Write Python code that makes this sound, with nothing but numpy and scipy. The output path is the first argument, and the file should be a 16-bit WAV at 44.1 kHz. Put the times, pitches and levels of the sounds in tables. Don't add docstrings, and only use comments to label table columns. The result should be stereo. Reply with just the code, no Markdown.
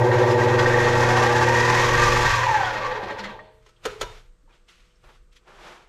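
import sys
import numpy as np
from scipy import signal
from scipy.fft import rfft, irfft, next_fast_len
from scipy.io import wavfile
from scipy.ndimage import uniform_filter1d

SR = 44100
rng = np.random.default_rng(int(sys.argv[2]) if len(sys.argv) > 2 else 0)


def transcribe(signal):
    frames = np.atleast_2d(signal).T
    limited = np.clip(frames, -1, 1)
    pcm = np.round(limited * 32767).astype(np.int16)
    wavfile.write(sys.argv[1], SR, pcm)


def voltage_ratio(decibels):
    exponent = np.asarray(decibels, float) / 20
    return 10 ** exponent


N = 259308
TIME = np.arange(N) / SR
TEETH, SPINDLE = 25, .48
SWITCH_OFF_S = 2.36

# time_s, turns_per_s
SPEED = [(0, 11.5), (.5, 20), (1.15, 30.2), (1.68, 40.3), (2.04, 48), (2.12, 46.3), (2.33, 46.2),
         (2.43, 39.7), (2.5, 37), (2.59, 32.3), (2.64, 30), (2.7, 28.6), (2.74, 26.8), (3.2, 9), (3.4, 3.2),
         (3.5, 1.4), (3.64, .1)]
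# time_s, hum_db, shaft_beat_db
POWER = [
    (0, -22, 1),
    (.3, -22, 0.5),
    (.6, -22.5, -1),
    (1.2, -22, -8),
    (1.8, -24.5, -9.5),
    (2.15, -25, -10),
    (2.27, -28.5, -11.5),
    (2.31, -64.5, -3),
    (2.4, -94.5, -7),
]
# centre_hz, width_hz, level_db
CASING = [(850, 40, -7), (960.5, 58, 2), (1162.3, 20, 7.5), (1325, 6.5, 2.5), (1582, 49, 3.5),
          (1879, 32, 5.5), (2123, 76, -8)]


def curves(table):
    s, *columns = np.transpose(table)
    return [np.interp(TIME, s, column) for column in columns]


def response(points, hz):
    f, db = np.transpose(points)
    return np.interp(np.log(hz), np.log(f), db)


def colour(x, points, peaks=(), causal=True):
    size = 2 * next_fast_len(N // 2 + 4096)
    hz = np.maximum(np.arange(size // 2 + 1) * SR / size, 1)
    gain = voltage_ratio(response(points, hz))
    gain = gain + sum(voltage_ratio(db) / (1 + (2 * (hz - centre) / width) ** 2) for centre, width, db in peaks)
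    if causal:
        ceps = irfft(np.log(gain), size)
        ceps[1:size // 2] *= 2
        ceps[size // 2 + 1:] = 0
        gain = np.exp(rfft(ceps))
    y = irfft(rfft(x, size) * gain, size)[:N]
    return y / np.std(y)


def band(x, lo_hz, hi_hz, order=2):
    return signal.sosfilt(signal.butter(order, [lo_hz, hi_hz], "band", fs=SR, output="sos"), x)


def walk(rate):
    k = int(SR / rate)
    held = np.repeat(rng.standard_normal(N // k + 1), k)
    return 1.22 * uniform_filter1d(uniform_filter1d(held, k), k)[:N]


def grit(share, spread_db):
    sizes = voltage_ratio(spread_db * np.minimum(rng.exponential(size=N), 4)) * (rng.random(N) < share)
    return rng.standard_normal(N) * (1 + sizes)


def swells(times, rises, falls, levels_db, rest_db):
    s, rise, fall, db = (np.reshape(c, (-1, 1)) for c in (times, rises, falls, levels_db))
    t = TIME[::32]
    away = np.maximum((s - t) / rise, (t - s) / fall)
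    power = np.sum(voltage_ratio(db - 20 * away) ** 2, axis=0) + voltage_ratio(rest_db) ** 2
    return np.interp(TIME, t, np.sqrt(power))


def strikes(times, levels_db, modes, crack_db, crack_s, rise_s, detune=0.033):
    t, out = TIME[:SR // 6], np.zeros(N + SR)
    for s, peak_db in zip(times, levels_db):
        y = voltage_ratio(crack_db) * rng.standard_normal(len(t)) * np.exp(-t / crack_s)
        for hz, db, t60 in modes:
            for chance in rng.standard_normal((2, 3)):
                ring = np.sin(2 * np.pi * hz * (1 + detune * chance[0]) * t + 3 * chance[1])
                y = y + voltage_ratio(db + 3.0 * chance[2]) * ring * np.exp(-np.log(1000) * t / t60)
        y = y * (1 - np.exp(-t / rise_s))
        start = int(s * SR)
        out[start:start + len(t)] += voltage_ratio(peak_db) * y / np.abs(y).max()
    return out[:N]


def driven(hz, free_db, free_power, load_db, load_power):
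    speed = hz / 46
    load = voltage_ratio(load_db + curves(POWER)[0]) * speed ** load_power
    return np.hypot(voltage_ratio(free_db) * speed ** free_power, load)


def floor():
    # freq_hz, level_db
    floor_colour = [(60, -6.5), (150, 10.5), (300, -0.5), (480, -1), (800, -11), (1200, -1.5),
                    (2500, -13.5), (6000, -16.5), (8400, -14), (10000, -31.5), (13500, -29)]
    return voltage_ratio(-69.5) * colour(rng.standard_normal(N), floor_colour)


def idle():
    # freq_hz, peak_s, peak_db, fall_s, rest_db
    tones = [
        (116.4, 2.3, -31.5, 0.75, -82.5),
        (349, 1.9, -72.5, 2.113, -79),
        (494, 2.3, -68.5, 2.1, -76),
        (628, 3.4, -51.5, 0.24, -84),
        (441, 3.3, -51.5, .45, -84),
        (8330, 2.3, -95, 2.1, -89),
    ]
    out = 0
    for hz, s, db, fall, rest_db in tones:
        gain = swells(s, 1.5, fall, db, rest_db) * voltage_ratio(1.8 * walk(9.6))
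        out = out + gain * np.cos(2 * np.pi * hz * TIME + 0.15 * walk(2.3))
    return 1.3 * (TIME > 2.25) * out


def bench(turn, hz):
    # freq_hz, level_db
    answer = [(6, -62.5), (18, -50.5), (22.5, -35.5), (30, -36.5), (38, -49), (43, -38), (46.5, -29),
              (77, -63.5), (92, -33)]
    # time_s, deep_db, upper_db
    thumps = [
        (3.3, -54.5, -54),
        (3.55, -51, -54.5),
        (3.88, -45, -44),
        (4.04, -41.5, -40),
        (4.25, -47.5, -62),
        (4.44, -56, -63.5),
        (4.84, -56.5, -86.5),
        (5.07, -50.5, -50.5),
        (5.23, -51, -76),
        (5.62, -59, -67),
    ]
    coast_db = -7 * uniform_filter1d(1. * (TIME > SWITCH_OFF_S), SR // 10)
    shake = 0
    for multiple, db in zip((SPINDLE, 1, 2), (5, -2, -15)):
        gain = voltage_ratio(db + coast_db + response(answer, multiple * hz) + 1.5 * walk(6))
        shake = shake + gain * np.cos(multiple * turn) * np.minimum(hz / 12, 1)
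    s, deep_db, upper_db = np.transpose(thumps)
    rise_s, fall_s = .09, 0.18
    deep = colour(rng.standard_normal(N), [(12, -31.0), (22, 4.5), (32, 4.5), (50, -5.0), (80, -17.5), (200, -61.5)])
    upper = colour(rng.standard_normal(N), [(40, -31.5), (70, 0.0), (110, 5.5), (160, -3.5), (250, -36.0)])
    deep = deep * np.hypot(driven(hz, -44, 0.7, -44.5, 0.2), swells(s, rise_s, fall_s, deep_db, -58.5))
    upper = upper * np.hypot(driven(hz, -27, 3, -27, 1.5), swells(s, rise_s, fall_s, upper_db, -87))
    return 1.3 * shake + deep + voltage_ratio(-6.0) * upper


def cloth():
    # peak_s, rise_s, fall_s, swish_db, dull_rub_over_swish_db
    rustles = [(3.674, 0.078, 0.13, -65, -9), (3.845, 0.018, 0.18, -46.5, -3.5),
               (3.9, 0.082, .19, -53.5, 7), (4.003, .015, 0.12, -49.5, -5), (4.068, .12, 0.137, -53.5, 6.5),
               (4.18, 0.29, 0.11, -59.5, -3), (4.5, 0.027, .08, -72, 10.5), (4.55, 0.069, .12, -67, 2),
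               (4.688, 0.012, .2, -59, -8), (4.8, 0.16, .22, -66, -7.5), (5.042, 0.014, 0.1, -64, 9.5),
               (5.095, 0.054, .06, -63.5, 11), (5.148, 0.19, .09, -64, -2), (5.33, .015, .03, -63, -20),
               (5.367, .025, .03, -57, -21), (5.478, 0.023, .4, -64, 11), (5.669, 0.16, 0.2, -49.5, 7.5)]
    # freq_hz, level_db
    rub_colour = [(53, -53.5), (90, -26.5), (156, -9.5), (296, -17), (366, -0.5), (400, -5), (514, -8),
                  (926, -5.5), (1800, -14), (2340, -43.5), (3960, -120)]
    swish_colour = [(590, -34.5), (1000, -7.5), (1200, -5.5), (1400, -6), (1660, -9), (2490, -5.5),
                    (3440, -8), (7770, -27), (9140, -33), (12200, -35.5), (13400, -46)]
    still_db = -90
    s, rise, fall, db, dull_db = np.transpose(rustles)
    crumple = voltage_ratio(1.2 * walk(40)) * (TIME > 3.5)
    out = swells(s, rise, fall, db + dull_db, still_db) * colour(grit(0.016, 2.3), rub_colour)
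    over = (1.4 + 0.24 * dull_db, 0, -4.5 - 0.078 * dull_db)
    for over_db, lo, hi in zip(over, (1100, 2400, 5500), (2400, 5500, 15000)):
        part = band(colour(grit(0.024, 0.76), swish_colour), lo, hi, order=3)
        out = out + swells(s, rise, fall, db + over_db, still_db) * part / np.std(part)
    return crumple * out


def taps():
    # time_s, level_db, centre_hz
    ticks = [(0.226, -27, 3390), (0.588, -16.5, 3410), (3.19, -30, 4300), (3.245, -33, 3300),
             (3.388, -33, 1150), (3.39, -37, 1810), (3.76, -52, 3200), (4.43, -46, 300), (4.455, -52, 520),
             (4.475, -52, 900), (4.488, -55, 1690), (4.505, -56, 2500), (4.526, -55, 3250),
             (4.685, -48.5, 3240), (4.905, -58, 3010), (4.955, -63, 5300), (5.037, -54, 900),
             (5.088, -50, 1000), (5.15, -54.5, 1440), (5.327, -58, 3320), (5.362, -51.5, 2000),
             (5.366, -48.5, 3300), (5.473, -51, 886), (5.585, -36, 996)]
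    out = 0
    for s, db, hz in ticks:
        tick = strikes([s], [db + 6.5], [(hz, -8, .05)], 0, .012, .003)
        out = out + band(tick, .75 * hz, 1.35 * hz, order=4)
    return out


def lever():
    # time_s, box_db, plate_db, clatter_db
    blows = [
        (3.624, -72.5, -57, -71),
        (3.662, -49.5, -49.5, -58),
        (3.689, -60, -53, -58.5),
        (3.852, -21, -23.5, -30.5),
        (3.856, -22.5, -28.5, -30.5),
        (3.865, -19, -29.5, -43),
        (4.01, -26.5, -26, -30),
        (4.013, -22.5, -24, -25.5),
        (4.026, -28, -28.5, -35.5),
    ]
    # freq_hz, level_db, t60_s
    body = [(423, 4, 0.071), (493, -1, 0.11), (590, -5, 0.072), (900, -8, 0.028), (980, -4, 0.08),
            (1304, -4, 0.085), (1507, -9, 0.1), (1761, -7.5, .05)]
    clatter = [(2366, -6.5, 0.088), (2900, -5, 0.083), (3320, -1, 0.036), (3560, 6, 0.035), (4200, 0, 0.05),
               (5696, -10.5, 0.11), (6600, 4, 0.04), (7690, -9.5, 0.047)]
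    s, box_db, plate_db, ring_db = np.transpose(blows)
    box = strikes(s, box_db + 7, body[:3], 12, .009, .0015)
    plate = strikes(s, plate_db + 12, body[3:], 14, .008, .0015)
    ring = strikes(s, ring_db + 10, clatter, 14, .006, .002, .03)
    high = band(ring, 2265, 7300) + voltage_ratio(-10) * band(ring, 11000, 14500)
    return band(box, 220, 900) + band(plate, 700, 2600) + high


def panels():
    # time_s, level_db, freq_hz, t60_s
    rings = [(.585, -21, 1520, .12), (.61, -22, 1880, .06), (.785, -24, 1885, .15), (.855, -21, 1870, .07),
             (1.03, -25, 1430, .2), (1.15, -22, 1540, .07), (1.77, -28, 2180, .1), (2.46, -22, 860, .3),
             (2.52, -22, 853, .25), (2.585, -26, 960, .15), (2.645, -30, 3300, .06),
             (2.755, -25, 1870, .15), (2.805, -27, 1160, .2), (2.835, -27, 1085, .12),
             (2.845, -28, 1160, .15), (2.87, -26, 512, .25), (2.905, -29, 850, .12), (2.95, -29, 498, .12),
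             (2.95, -33, 430, .2), (3.005, -30, 800, .12), (3.02, -36, 358, .2), (3.095, -29, 860, .1),
             (3.1, -33, 1870, .1), (3.11, -33, 572, .2), (3.12, -38, 431, .2), (3.18, -43, 2360, .07),
             (3.185, -37, 1450, .06), (3.24, -38, 1300, .06), (3.19, -35, 890, .12), (3.24, -34, 2050, .1),
             (3.245, -39, 1830, .1), (3.28, -41, 1650, .06), (3.388, -40, 1870, .06),
             (3.388, -44, 600, .06), (3.9, -43, 410, .3), (3.945, -44, 440, .3), (3.865, -38, 1270, .15),
             (3.87, -46, 1820, .12), (4.011, -33, 990, .09), (4.06, -47, 960, .2), (4.05, -47, 436, .25),
             (4.05, -48, 3650, .2), (4.05, -53, 2900, .25)]
    return sum(strikes([s], [db], [(hz, 0, t60)], -60, .005, .008, .006) for s, db, hz, t60 in rings)


def lumps():
    # peak_s, rise_s, fall_s, level_db
    bunches = [(2.655, .02, .05, -36), (2.77, .02, .05, -36), (2.85, .02, .06, -36), (2.92, .02, .05, -38),
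               (2.96, .02, .04, -40), (3.035, .03, .05, -39), (3.105, .015, .05, -37),
               (3.195, .025, .05, -36), (3.25, .03, .04, -35), (3.293, .015, .07, -43),
               (3.393, .004, .04, -50), (3.46, .1, .2, -58)]
    # freq_hz, level_db
    lump_colour = [(500, -25), (900, -3), (1500, -2), (2000, 0), (2700, -6), (3400, -8), (4400, -15),
                   (6500, -30)]
    noise = colour(grit(.02, 3.0), lump_colour + [(12000, -50)], CASING + [(4300, 150, -8)])
    return swells(*np.transpose(bunches), -120) * noise


def flicks():
    # time_s, peak_db
    puffs = [(0.0388, -34), (0.1805, -32.5), (0.2279, -36.5), (0.2914, -31), (0.3074, -28), (0.4005, -34),
             (0.4294, -36), (0.4744, -33.5), (0.5861, -26), (0.6114, -31.5), (0.6594, -30.5),
             (0.6794, -30.5), (0.7327, -32.5), (0.7834, -32.5), (0.8254, -28), (0.8909, -30.5),
             (0.9243, -28.5), (0.9737, -26), (1.0011, -27), (1.0834, -27), (1.1124, -27.5), (1.1754, -29),
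             (1.2204, -27.5), (1.2584, -26.5), (1.3194, -28), (1.3583, -25), (1.4207, -26), (1.481, -26.5),
             (1.5594, -26.5), (1.5994, -25), (1.6464, -26), (1.6881, -26), (1.7444, -26.5), (1.7744, -26.5),
             (1.8094, -25), (1.8492, -25.5), (1.9334, -27.5), (2.0344, -24.5), (2.0794, -25), (2.1261, -24),
             (2.1674, -22.5), (2.2149, -23), (2.2573, -23.5), (2.3037, -22.5), (2.3524, -25),
             (2.5202, -34.5), (2.6494, -35.5), (2.7294, -38), (2.8594, -41), (3.0294, -45.5),
             (3.1018, -45.5), (3.1857, -38.5), (3.2354, -39), (3.2894, -50.5)]
    # freq_hz, level_db
    puff_colour = [(1800, -30), (3000, -3), (5000, 1.5), (7400, -5), (8600, -14.5), (10200, -18),
                   (12200, -16.5), (13400, -25)]
    s, db = np.transpose(puffs)
    noise = colour(grit(0.026, 2.4), puff_colour, [(1850, 60, 10), (3300, 200, -1.5), (5000, 200, -2)])
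    return swells(s + .008, .02, .04, db - 7.5, -120) * noise


def cover(turn, hz):
    gate = np.exp(2.5 * (np.cos(turn - 1.9) - 1))
    ring = band(grit(0.013, 3.0), 1830, 1910) + voltage_ratio(-13) * band(grit(0.0091, 3.0), 1550, 1620)
    return driven(hz, -39.5, 3, -9.5, 1.26) * voltage_ratio(2.5 * walk(5)) * gate * ring / np.std(gate * ring)


def knocks():
    # time_s, burst_db, cover_ring_db
    blows = [(0.019, -39.5, -31), (0.113, -23.5, -19), (0.1792, -26, -28), (0.2299, -31.5, -27),
             (0.3005, -22, -42.5), (0.4768, -22.5, -31.5), (0.5862, -24, -22), (0.6563, -21, -18.5),
             (0.6964, -28.5, -21.5), (0.7403, -26.5, -18), (0.7924, -27.5, -23.5), (0.837, -20.5, -24),
             (0.9282, -21.5, -24), (1.222, -21, -33.5), (1.2645, -23.5, -25), (1.3565, -16.5, -30),
             (1.5438, -27, -24.5), (1.7675, -23.5, -21), (1.814, -19.5, -27), (1.9452, -23.5, -18.5),
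             (2.2565, -17.5, -20.5), (2.646, -23, -25), (2.772, -34.5, -36), (2.91, -30, -33),
             (3.0299, -31.5, -35), (3.1018, -32, -30.5), (3.1825, -27, -36), (3.236, -23, -36)]
    # time_s, level_db
    further = [
        (0.365, -41),
        (3.0287, -40.5),
        (3.1852, -38),
        (3.25, -33),
        (3.29, -36),
        (3.388, -48),
    ]
    s, burst_db, cover_db = np.transpose(blows)
    burst = strikes(s, burst_db + 6, [(3400, -14, .04)], 0, .013, .012)
    bright = band(burst, 1400, 4100, order=4) + voltage_ratio(-15.5) * band(burst, 2700, 6700, order=4)
    ring = strikes(s, cover_db + 4.5, [(1874, -1, 0.037), (1586, -14, 0.045)], -38.5, .006, 0.0039, .012)
    thud_s, thud_db = np.transpose([(t, -40.5) for t in s] + further)
    thud = strikes(thud_s, thud_db, [(205.0, -6, 0.16), (1000, -8.5, 0.046)], -34.5, .006, 0.0033)
    return bright + band(ring, 900, 3000) + thud


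def tooth_whine(turn, hz, mesh):
    # freq_hz, level_db
    whine_out = [(50, -75), (330, -53), (520, -41), (680, -48), (760, -31), (900, -27), (1000, -27.5),
                 (1070, -35), (1170, -27.5)]
    octave_out = [(100, -75), (750, -50), (1340, -46), (1430, -38), (1520, -34), (1700, -33.5), (1850, -34),
                  (2000, -36), (2300, -54)]
    coast_db = uniform_filter1d(1. * (TIME > SWITCH_OFF_S), SR // 20)
    whine_db = response(whine_out, TEETH * hz) + coast_db
    octave_db = response(octave_out, 2 * TEETH * hz) + 2.5 * coast_db
    wobble = 1 + .5 * np.cos(turn) + .35 * np.cos(SPINDLE * turn)
    whine = voltage_ratio(whine_db + 1.3 * walk(11)) * np.cos(mesh)
    octave = voltage_ratio(octave_db + 1.5 * walk(18)) * np.cos(2 * mesh)
    return 1.5 * wobble * (whine + octave)


def gear_noise(turn, hz, mesh):
    # freq_hz, level_db
    growl_colour = [(60, -25.5), (90, -4.5), (118, -11.5), (150, -18), (200, -16.5), (290, -15), (370, -4),
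                    (430, -9), (520, 1), (600, -5), (700, -12), (900, -0.5), (1500, -51)]
    rattle_colour = [(500, -30), (750, -8), (1000, -0.5), (1400, -8), (1900, -13.5), (2300, -15),
                     (3000, -46)]
    hiss_colour = [(1060, -13), (1800, -0.5), (1890, -2), (2020, -9), (2300, -8.5), (2520, -6), (3000, -14),
                   (3240, -12.5), (4640, -17.5), (5970, -20.5), (7060, -23.5), (8350, -35.5), (11600, -39),
                   (13400, -60.5)]
    stall = 9.1
    late_coast = TIME > 2.7
    throb_db = 1.0 * np.cos(turn + 1) + 1.0 * np.cos(SPINDLE * turn) + 0.77 * walk(15)
    throb_db = throb_db * np.interp(hz, (8, 30), (1.8, 1.3))
    teeth = np.exp(0.23 * np.cos(mesh))

    growl = colour(grit(0.0019, 4.6), growl_colour)
    growl = driven(hz, -35, 0.41, -8.5, -0.3) * voltage_ratio(2.0 + 0.31 * walk(24)) * growl
    growl = 1.11 * growl * np.tanh(1.3 * hz / stall)

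    rattle = colour(teeth * grit(.01, 3.0), rattle_colour, CASING)
    rattle = driven(hz, -26.5, 0.9545, -7, 0.04) * voltage_ratio(1 + 1.2 * throb_db) * rattle
    rattle = voltage_ratio(-2.5 * late_coast) * rattle * np.tanh(hz / stall) ** 1.1

    hiss = band(colour(teeth * grit(.03, 2.5), hiss_colour), 1500, 5500, order=3)
    hiss = driven(hz, -30.5, 1.68, -12.5, 0.63) * voltage_ratio(3.5 + 0.97 * throb_db) * hiss / np.std(hiss)

    draught = colour(grit(0.035, 2.5), hiss_colour)
    wind = band(draught, 5500, 8500, order=3)
    wind = wind + driven(hz, -8.5, 0.1, 24, 0.26) * band(draught, 8500, 11600, order=3)
    wind = wind + driven(hz, -4.5, -0.5, 21.5, 2) * band(draught, 11600, 16000, order=3)
    wind = driven(hz, -38, 2.5, -16, 1.08) * voltage_ratio(1.3 * throb_db - 2 * late_coast) * wind / np.std(wind)
    return (growl + rattle + hiss + wind) * (TIME < SPEED[-1][0])


def gears(turn, hz):
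    chatter = np.interp(TIME, (2.3, 2.45, 2.68, 2.85), (.15, .35, .4, 2))
    mesh = TEETH * turn + chatter * walk(30)
    return tooth_whine(turn, hz, mesh) + gear_noise(turn, hz, mesh)


def hum(turn):
    # multiple, level_db, sidebands minus_turn_db, plus_turn_db, plus_spindle_db, plus_two_turns_db, left_minus_right_db
    lines = [
        (1, 1, -8.5, -9.5, -19.5, -27.5, -2),
        (2, -10.5, -16, -14.5, -13, -29.5, -12),
        (3, -2.5, -6, -3, -7, -24, -10.5),
        (4, -1, -19.5, -5.5, -4, -14.5, -1),
        (5, -11.5, 0.5, -4, -9.5, -13, 2),
    ]
    mains_hz = 120.03
    level_db, beat_db = curves(POWER)
    mid, side = 0, 0
    for k, db, *bands, pan_db in lines:
        line = np.exp(2j * np.pi * (k * mains_hz * TIME + rng.random()))
        beat = 0
        for side_db, turns in zip(bands, (-1, 1, SPINDLE, 2)):
            beat = beat + voltage_ratio(side_db + 2.0 * walk(4)) * np.exp(1j * (turns * turn + 6 * rng.random()))
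        line = line * voltage_ratio(db + level_db) * (voltage_ratio(1.1 * walk(6)) + voltage_ratio(beat_db) * beat)
        mid = mid + line.real
        side = side + np.tanh(pan_db / 15.0) * (k < 3) * line.real + (.35 if k < 3 else .08) * line.imag
    return mid, side


def room(x, t60, damp_hz):
    t = TIME[:SR // 2]
    tail = rng.standard_normal(len(t)) * np.exp(-np.log(1000) * t / t60) * np.minimum(t / 0.0062, 1)
    tail = signal.sosfilt(signal.butter(1, damp_hz, fs=SR, output="sos"), tail)
    return signal.fftconvolve(x, tail / np.sqrt(np.sum(tail ** 2)))[:N]


def patchy(side):
    out = signal.sosfiltfilt(signal.butter(6, 4500, fs=SR, output="sos"), side)
    for lo in np.arange(4500, 9000, 750):
        kept = uniform_filter1d(1. * (walk(20) > (lo - 7000) / 3000), 600)
        strip = signal.butter(3, [lo, lo + 750], "band", fs=SR, output="sos")
        out = out + kept * signal.sosfiltfilt(strip, side)
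    return out


def stereo_side(air, mid, hum_side, shake):
    # time_s, side_db
    width = [
        (0, 1.5),
        (2.3, 0.5),
        (2.55, -7.5),
        (2.7, -22),
        (4.7, -33),
        (5.2, -10.5),
        (5.88, -9.5),
    ]
    # freq_hz, level_db
    side_colour = [(60, -16.5), (200, -6.5), (360, -25), (650, -10.5), (1200, -15.5), (2200, -11),
                   (4000, -8.5), (7000, -11.5), (9000, 0)]
    lagging = signal.hilbert(air, next_fast_len(N))[:N].imag
    spread = .7 * lagging + .6 * air * walk(150) - 0.12 * air
    spread = colour(spread, side_colour, causal=False) * np.std(air) * voltage_ratio(-11.5)
    spread = np.where(TIME < 3, patchy(spread), spread)
    top = signal.sosfilt(signal.butter(20, 11600, "high", fs=SR, output="sos"), mid * walk(1500))
    return voltage_ratio(curves(width)[0]) * (spread + hum_side - .3 * shake * (TIME < 3)) + voltage_ratio(-2.0) * top


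def scene():
    hz = curves(SPEED)[0]
    turn = 2 * np.pi * np.cumsum(hz) / SR
    hum_mid, hum_side = hum(turn)
    blows, click, shake = knocks(), lever(), bench(turn, hz)
    train = gears(turn, hz) + cover(turn, hz) + blows + flicks()
    air = train + cloth() + taps() + idle() + floor() + click + panels() + lumps()
    tails = voltage_ratio(-11.5) * room(train, 0.39, 6000) + voltage_ratio(-16.5) * room(click, 0.44, 6000)
    tails = tails + voltage_ratio(-7) * room(band(blows, 2400, 7000, order=3), 0.63, 5984)
    mid = air + hum_mid + shake + tails
    side = stereo_side(air, mid, hum_side, shake)
    low_pass = signal.ellip(8, .2, 50, 13450, fs=SR, output="sos")
    cut = signal.sosfiltfilt(low_pass, [mid + side, mid - side])
    return cut + voltage_ratio(-10) * band(click, 13700, 15300, order=4)


def top_cut(x):
    return signal.sosfilt(signal.butter(12, 15140, fs=SR, output="sos"), x)


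def record(dry):
    return top_cut(dry)


dry = scene()
out = record(dry)
transcribe(out)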